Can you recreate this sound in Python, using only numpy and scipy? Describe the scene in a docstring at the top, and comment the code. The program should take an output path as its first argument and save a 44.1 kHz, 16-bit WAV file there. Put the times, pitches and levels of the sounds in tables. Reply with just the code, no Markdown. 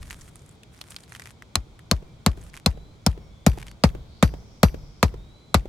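"""On a roof in still air, a nail is driven through asphalt shingle into a plywood deck.
Five taps set it, six full blows sink it. Each blow cracks steel on steel and sends a bending wave
through the deck, whose bass arrives last as a falling thump. The roofer shifts his weight, a hand
scuffs over the gritty shingle, and small birds whistle far off."""
import sys
import numpy as np
from scipy import signal
from scipy.fft import rfft, irfft
from scipy.io import wavfile

SR = 44100
rng = np.random.default_rng(int(sys.argv[2]) if len(sys.argv) > 2 else 0)


def store_wav(level_fs):
    """Save 16-bit WAV to argv[1]."""
    pcm = np.round(np.clip(np.atleast_2d(level_fs), -1, 1) * 32767)
    wavfile.write(sys.argv[1], SR, pcm.T.astype(np.int16))


N = 250513
TIME = np.arange(N) / SR
SHOT = 2 ** 15   # samples in a one-shot
AGE = TIME[:SHOT]   # seconds since its trigger
APART = np.array([[1], [-1]])   # left up, right down


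def from_db(db):
    """Decibels to gain."""
    return 10 ** (np.asarray(db) / 20)


def unit_rms(x):
    """Scale to rms 1."""
    return x / np.sqrt(np.mean(x ** 2) + 1e-20)


def unit_burst(x):
    """Scale a burst to the energy of 10 ms at rms 1."""
    return unit_rms(x) * np.sqrt(0.01 * SR / x.shape[-1])


def at_hz(points, hz):
    """Read a curve on a log-frequency axis."""
    known, values = np.transpose(points)
    return np.interp(np.log(hz + 1e-9), np.log(known), values)


def add(out, s, sound):
    """Mix a sound in at time s."""
    start = max(round(s * SR), 0)
    out[:, start:start + sound.shape[-1]] += sound[..., :max(N - start, 0)]


def bins(size=SHOT):
    """Frequencies of a real FFT."""
    return np.fft.rfftfreq(size, 1 / SR) + 1e-6


def band(centre_hz, width_hz):
    """Gain curve of a flat-topped resonance."""
    hz = bins()
    return 1 / np.sqrt(1 + ((hz ** 2 - centre_hz ** 2) / (hz * width_hz)) ** 4)


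def noise(gain, alike, size=SHOT):
    """Stereo noise with a gain and a left-right correlation per frequency; rms 1."""
    mid, side = rfft(rng.standard_normal((2, size)))
    alike = np.clip(alike, -1, 1)
    stereo = np.sqrt(1 + alike) * mid + np.sqrt(1 - alike) * side * APART
    return unit_rms(irfft(gain * stereo, size))


def wander(rate_hz, alike, size=SHOT):
    """Low-passed noise to modulate with."""
    return noise(1 / (1 + (bins(size) / rate_hz) ** 2), alike, size)


def flicker(rate_hz, depth_db):
    """A gain that jumps about at random; rms 1."""
    return unit_rms(from_db(depth_db * np.clip(wander(rate_hz, 0.98)[0], -2, 2)))


def swell(rise_s, t60):
    """Envelope: quick attack, exponential decay."""
    return (1 - np.exp(-AGE / rise_s)) * from_db(-60 * np.minimum(AGE / t60, 4))


def hold(rise_s, length_s):
    """Envelope of a contact: quick attack, brief hold, release."""
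    return (1 - np.exp(-AGE / rise_s)) * np.exp(-np.minimum(AGE / length_s, 10) ** 2)


# stereo image of diffuse sound: f/Hz, left-right correlation/0-1
CORRELATION = [(60, 0.91), (130, 0.93), (290, 0.7), (640, 0.47), (1400, 0), (7000, 0.32)]


def diffuse(eq, size=SHOT):
    """Noise from all around: nearly mono in the bass, wide higher up."""
    hz = bins(size)
    return noise(from_db(at_hz(eq, hz)), at_hz(CORRELATION, hz), size)


# EQ of the ambience: f/Hz, level/dB
AIR_EQ = [(26, -26.5), (45, -5.5), (108, 0), (265, -11.5), (464, -16), (1450, -25.5), (1770, -33),
          (2250, -25), (2800, -34), (3240, -25.5), (4900, -32.5), (6730, -35.5), (7410, -37.5),
          (13300, -51), (15000, -52.5)]


def still_air():
    """A faint, steady, bass-heavy bed of open air."""
    return from_db(-51) * diffuse(AIR_EQ, N)


# whistle cues: t/s, length/s, target note f/Hz, scoop/share of the note, level/dB
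WHISTLE_CUES = [(2.062, 0.07, 2370, .01, -68.5), (2.707, 0.25, 4060, .05, -67.5),
                (3.192, .15, 2260, 0.04, -72), (3.2, 0.11, 5580, 0.026, -71.5),
                (3.298, 0.32, 3510, .03, -69), (3.673, 0.066, 4540, 0, -66), (5.165, 0.42, 4015, 0.1, -65)]


def whistling_birds():
    """Thin whistles scoop up toward a note, blurred by the trees."""
    out = np.zeros((2, N))
    scoop_s = 0.21
    for s, length, note_hz, scoop, db in WHISTLE_CUES:
        age = np.arange(int(length * SR)) / SR
        pitch = note_hz * (1 - scoop * np.maximum(1 - age / scoop_s, 0))
        tone = np.sin(2 * np.pi * np.cumsum(pitch) / SR)
        blur = .7 + .3 * wander(rate_hz=56, alike=0)[:, :len(age)]
        fade = np.sin(np.pi * age / length) ** 0.25
        add(out, s, from_db(db + 6.5) * fade * blur * tone)
    return out


# breakpoints of the buzzing song: t/s, f/Hz, level/dB
BUZZ_CURVE = [(3.948, 3610, -73), (4.152, 4220, -61.5), (4.42, 5540, -65), (4.902, 5200, -64),
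              (5.152, 5200, -68)]


def buzzing_bird():
    """One long rising song: a tone ring-modulated by noise into a rasp."""
    s, hz, db = np.transpose(BUZZ_CURVE)
    rasp = wander(rate_hz=700, alike=0, size=N)
    fader = from_db(np.interp(TIME, s, db + 4, left=-np.inf, right=-np.inf))
    tone = np.sin(2 * np.pi * np.cumsum(np.interp(TIME, s, hz)) / SR)
    return fader * rasp * tone


def weight_shift():
    """The roofer settles his weight, and the deck murmurs."""
    out = np.zeros((2, N))
    add(out, 0, from_db(-36.5) * noise(band(39, 64), 0.96) * swell(0.0023, 1.03))
    return out


# EQ of a granule's click: f/Hz, level/dB
TICK_EQ = [(300, -12.5), (1400, 3), (3800, -3.5), (9000, -3.5), (13000, -12), (16000, -29.5)]


def grit_tick(db, pitch_hz):
    """One granule snaps: a broad click with a bell boost at its pitch, and its scatter off the roof."""
    size = SHOT // 8
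    hz = bins(size)
    bell_db, bell_octaves = 13, 0.52
    eq_db = at_hz(TICK_EQ, hz) + bell_db * np.exp(-(np.log2(hz / pitch_hz) / bell_octaves) ** 2)
    decay = swell(.0003, .004) + from_db(-13) * swell(.001, .023)
    return from_db(db - 13.5) * unit_burst(noise(from_db(eq_db), 0.53, size) * decay[:size])


def grains(eq, per_s, spread_db):
    """Mineral granules click at random, in many sizes; rms 1."""
    sizes = from_db(spread_db * np.minimum(rng.exponential(1, SHOT), 4))
    triggers = rng.random(SHOT) < per_s / SR
    stereo = rng.choice([-1, 1], SHOT) + 0.61 * rng.standard_normal((2, SHOT))
    return unit_rms(irfft(rfft(triggers * sizes * stereo) * from_db(at_hz(eq, bins())), SHOT))


# EQs of skin hiss and of crunching grit: f/Hz, level/dB
HISS_EQ = [(400, -28.5), (1400, 2), (3500, -9), (6000, -5), (9000, -0.5), (13000, -12), (15000, -21)]
CRUNCH_EQ = [(400, -20.5), (900, -0.5), (1400, 0.5), (2400, 0.5), (3500, -5), (6000, -7), (12000, -10),
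             (16000, -46)]
# hand strokes: t/s, length/s, hiss level/dB, crunch level/dB
STROKE_CUES = [(0, .14, -57.5, -52.5), (0.138, .16, -59, -66), (.31, 0.25, -67.5, -84),
               (0.726, 0.33, -65.5, -60), (0.9, 0.038, -53.5, -61), (1.085, 0.24, -64, -54),
               (2.37, 0.13, -64, -64), (2.535, 0.067, -65, -50.5), (3.538, 0.18, -72, -52)]
# grit snapping under the fingers: t/s, level/dB, f/Hz
TICK_CUES = [(0.1076, -23, 2350), (.357, -34, 9500), (0.492, -41, 8660), (.6335, -36.5, 3460),
             (0.8132, -23.5, 3700), (.92, -34, 3765), (.9637, -22.5, 3800), (1.037, -40.5, 4000),
             (1.1215, -28.5, 1880), (1.15, -27.5, 2600), (1.1966, -27, 1840), (1.221, -31.5, 2000),
             (1.257, -30.5, 2200), (1.272, -32, 2240), (1.4226, -29.5, 1800), (1.792, -37.5, 1780),
             (2.5406, -30, 2360), (2.574, -30, 2200), (3.6273, -30.5, 2280), (3.682, -32, 2470)]


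def hand_scuffs():
    """Skin hisses over the shingle and rolls its granules in fits and starts; some snap free."""
    out = np.zeros((2, N))
    for s, length, hiss_db, crunch_db in STROKE_CUES:
        hiss = grains(HISS_EQ, per_s=16000, spread_db=3.5) * flicker(40, 2)
        crunch = grains(CRUNCH_EQ, per_s=1600, spread_db=8.8) * flicker(92, 1.86)
        stroke = np.interp(AGE, [0, .012, length, length + 0.017], [0, 1, 1, 0])
        add(out, s - .008, (from_db(hiss_db + 0.5) * hiss + from_db(crunch_db) * crunch) * stroke)
    for s, db, pitch_hz in TICK_CUES:
        add(out, s, grit_tick(db, pitch_hz))
    # small bright ticks, sprinkled over each stroke, poke out of its hiss
    ticks_per_s, centre_hz = 20, 7100
    for s, length, hiss_db, _ in STROKE_CUES:
        for when, strength, pitch in rng.random((round(length * ticks_per_s), 3)):
            tick = grit_tick(hiss_db + 17 + 8 * strength, centre_hz * 2 ** (pitch - .5))
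            add(out, s + when * length, tick)
    return out


# EQs of a blow's early scatter, dying tail, low rumble and far echo: f/Hz, level/dB
SCATTER_EQ = [(150, -0.5), (400, 2), (1200, 4), (2000, -15), (2800, -13.5), (4500, -7.5), (8000, -17),
              (13000, -26.5), (16000, -39.5)]
TAIL_EQ = [(150, 11.5), (400, 5.5), (1300, 0), (2500, -19.5), (4500, -10), (8000, -25), (13000, -36.5),
           (16000, -42.5)]
RUMBLE_EQ = [(25, -3), (50, 10), (85, -2), (115, -2.5), (160, -0.5), (250, -18), (450, -18.5),
             (1000, -27.5), (3000, -46), (8000, -52)]
ECHO_EQ = [(150, -4), (350, 11), (600, 0), (1200, -14), (3000, -19.5), (6000, -29), (12000, -37.5)]
# thrown granules landing: t/s after the blow, level/dB at full force, f/Hz
HOP_CUES = [(.053, -32, 2800), (.065, -37, 1900)]


def add_aftermath(out, s, force_db, send_db, sway_db, clack_db):
    """After a blow the sound scatters and rumbles, grit settles and hops, and one far echo returns."""
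    add(out, s + .004, from_db(send_db + 3) * diffuse(SCATTER_EQ) * flicker(450, 1.02) * swell(.00027, .043))
    add(out, s + .012, from_db(send_db - 4.5) * diffuse(TAIL_EQ) * flicker(200, 1.3) * swell(.0019, .09))
    add(out, s + .032, from_db(sway_db - 21) * diffuse(RUMBLE_EQ) * swell(.044, .83))
    settling_grit = grains(CRUNCH_EQ, per_s=1200, spread_db=4) * swell(.008, .11)
    add(out, s + .026, from_db(sway_db - 33) * settling_grit)
    for after_s, hop_db, hop_hz in HOP_CUES:
        add(out, s + after_s * rng.normal(1, 0.031), grit_tick(hop_db + force_db, hop_hz))
    add(out, s + .112, from_db(clack_db - 15.5) * diffuse(ECHO_EQ) * swell(.00068, .033))


# modes of the steel hammer head: f/Hz, level/dB, t60/s
HEAD_MODES = [(2320, -16, .2), (4690, -9, .2), (5496, -18, .2), (5978, -11, .22), (8134, -25, .25),
              (9507, -11, .15), (12200, -21, .42), (12510, -4, .12), (14880, -22, .18)]


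def head_ring(ring_db):
    """The hammer head rings on; every blow shares its force among the modes differently."""
    hz, db, t60 = np.transpose(HEAD_MODES)[:, :, None, None]
    strength = from_db(ring_db + db + rng.normal(0, 1, db.shape))
    phase = rng.normal(0, .6, (len(HEAD_MODES), 2, 1))
    return np.sum(strength * from_db(-60 * AGE / t60) * np.sin(2 * np.pi * hz * AGE + phase), axis=0)


# body bands of the deck (sway, knock, clack, slap): f/Hz, width/Hz, pan to the left/dB
DECK_BANDS = [(76.65, 48, 3.5), (169, 108.4, 2.2), (589, 610, 3.5), (1089, 486, 4)]
# travel time of a bending wave: f/Hz, t/s
DECK_DELAY = [(35, 0.0579), (52, 0.061), (70, 0.03), (95, 0.021), (150, 0.012), (250, 0.0068), (500, 0.005),
              (1000, 0.0017), (2500, 0.00033)]


def deck_wave(levels_db):
    """Bending waves in the plywood are dispersive: the lows come late, so the thump falls in pitch."""
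    delay = at_hz(DECK_DELAY, bins()) * (1 + 0.04 * rng.standard_normal())
    dispersion = np.exp(-2j * np.pi * np.cumsum(delay) * SR / SHOT)
    out = np.zeros((2, SHOT))
    for k, ((centre_hz, width_hz, pan_db), db) in enumerate(zip(DECK_BANDS, levels_db)):
        detune = 1 + 0.0071 * rng.standard_normal()
        packet = irfft(band(centre_hz * detune, width_hz) * dispersion) * swell(0.002, 3.1) * (AGE < .5)
        polarity = (-1) ** k   # neighbouring bands swing in opposite senses
        out += polarity * from_db(db + pan_db / 2 * APART) * unit_burst(packet)
    out[1] = np.roll(out[1], 2)   # reaches the left ear two samples early
    return out


# EQ of the steel-on-steel crack: f/Hz, level/dB
CRACK_EQ = [(1500, -6), (3000, -2.5), (5000, -7.5), (7300, -2.5), (9500, -8), (11500, -16.5), (16000, -64)]


def nail_strike(snap_db, shank_db, crack_db, tick_db, nail_hz):
    """The transient: steel meets steel, the shank shudders and wood fibres snap under the point."""
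    snap = unit_burst(noise(band(2047, 920), 0.18) * swell(0.00048, 0.051))
    shudder = np.sin(2 * np.pi * nail_hz * AGE + rng.normal(0, .8, (2, 1))) * swell(.0006, .016)
    chatter = noise(band(4200, 1700), .2) * swell(.0004, .016)
    shank = .9 * unit_burst(shudder) + .65 * unit_burst(chatter)
    crack = unit_burst(noise(from_db(at_hz(CRACK_EQ, bins())), .7) * hold(.0002, .0023))
    tick = unit_burst(noise(band(11800, 3400), .65) * hold(.0003, .0019))
    return (from_db(snap_db) * snap + from_db(shank_db + 1.27 * APART) * shank
            + from_db(crack_db + 0.37 * APART) * crack + from_db(tick_db) * tick)


# hammer hits: t/s, force/dB, bite into the wood/dB, shank clink/dB, contact edge/dB,
# head ring level/dB, nail f/Hz
BLOW_CUES = [(1.555, -22.5, 2.5, -5.5, -0.5, -70, 4100), (1.9125, -10, -2, -4, 1, -63, 4350),
             (2.2624, -6.5, 2, -7.5, 2.5, -64, 4000), (2.6608, -8.5, -3, 0, -1, -56.5, 4140),
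             (3.0637, -7, -8.5, -4, 0.5, -63.5, 5270), (3.464, -2, -0.5, -8.5, 2.5, -34, 5700),
             (3.837, -2.5, 1.5, -1.5, -6.5, -41, 4820), (4.2263, -2.5, 2, -7.5, -6, -33, 3690),
             (4.6309, -1.5, 2, -3, 5, -29.5, 4440), (5.028, -7, 2.5, -2.5, 0.5, -43, 4170),
             (5.5432, -8, 2, 0, 4, -57, 3930)]


def hammering():
    """Each blow sinks the nail by its force, so the clink gives way to the body of the deck."""
    out = np.zeros((2, N))
    driven = np.cumsum(from_db([blow[1] for blow in BLOW_CUES]))
    depths = driven / driven[-1]   # 1 when the nail is home
    for (s, force_db, bite_db, clink_db, edge_db, ring_db, nail_hz), depth in zip(BLOW_CUES, depths):
        # each layer tracks force and depth in its own way
        sway_db = -9.5 + 0.49 * force_db + 2.73 * depth
        knock_db = -4 + 0.99 * force_db + 0.48 * depth
        clack_db = -13 + 0.92 * force_db + 6.4 * depth
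        slap_db = -20.5 + 0.3 * force_db + 7.34 * depth + bite_db
        snap_db = -28 + 0.31 * force_db + 6.53 * depth + bite_db
        shank_db = -15.5 + 0.033 * force_db - 7 * depth + clink_db
        crack_db = -21.5 - 0.089 * force_db - 3.5 * depth + 0.29 * edge_db
        tick_db = -35 - 0.1 * force_db + 0.84 * depth + edge_db
        body = deck_wave([sway_db, knock_db, clack_db, slap_db])
        strike = nail_strike(snap_db, shank_db, crack_db, tick_db, nail_hz)
        add(out, s, body + strike + head_ring(ring_db))
        send_db = np.mean([clack_db, slap_db, shank_db])   # feeds the scatter and the tail
        add_aftermath(out, s, force_db, send_db, sway_db, clack_db)
    return out


def scene():
    """Hammer and hand up close, birds and open air behind."""
    return hammering() + hand_scuffs() + weight_shift() + whistling_birds() + buzzing_bird() + still_air()


def record(dry):
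    """Master chain: a soft clip on the loudest peaks, then a steep high cut."""
    ceiling, cutoff_hz = .95, 16600
    rounded = dry / (1 + np.abs(dry / ceiling) ** 6) ** (1 / 6)
    return signal.sosfilt(signal.ellip(10, .1, 80, cutoff_hz, fs=SR, output="sos"), rounded)


dry = scene()
out = record(dry)
store_wav(out)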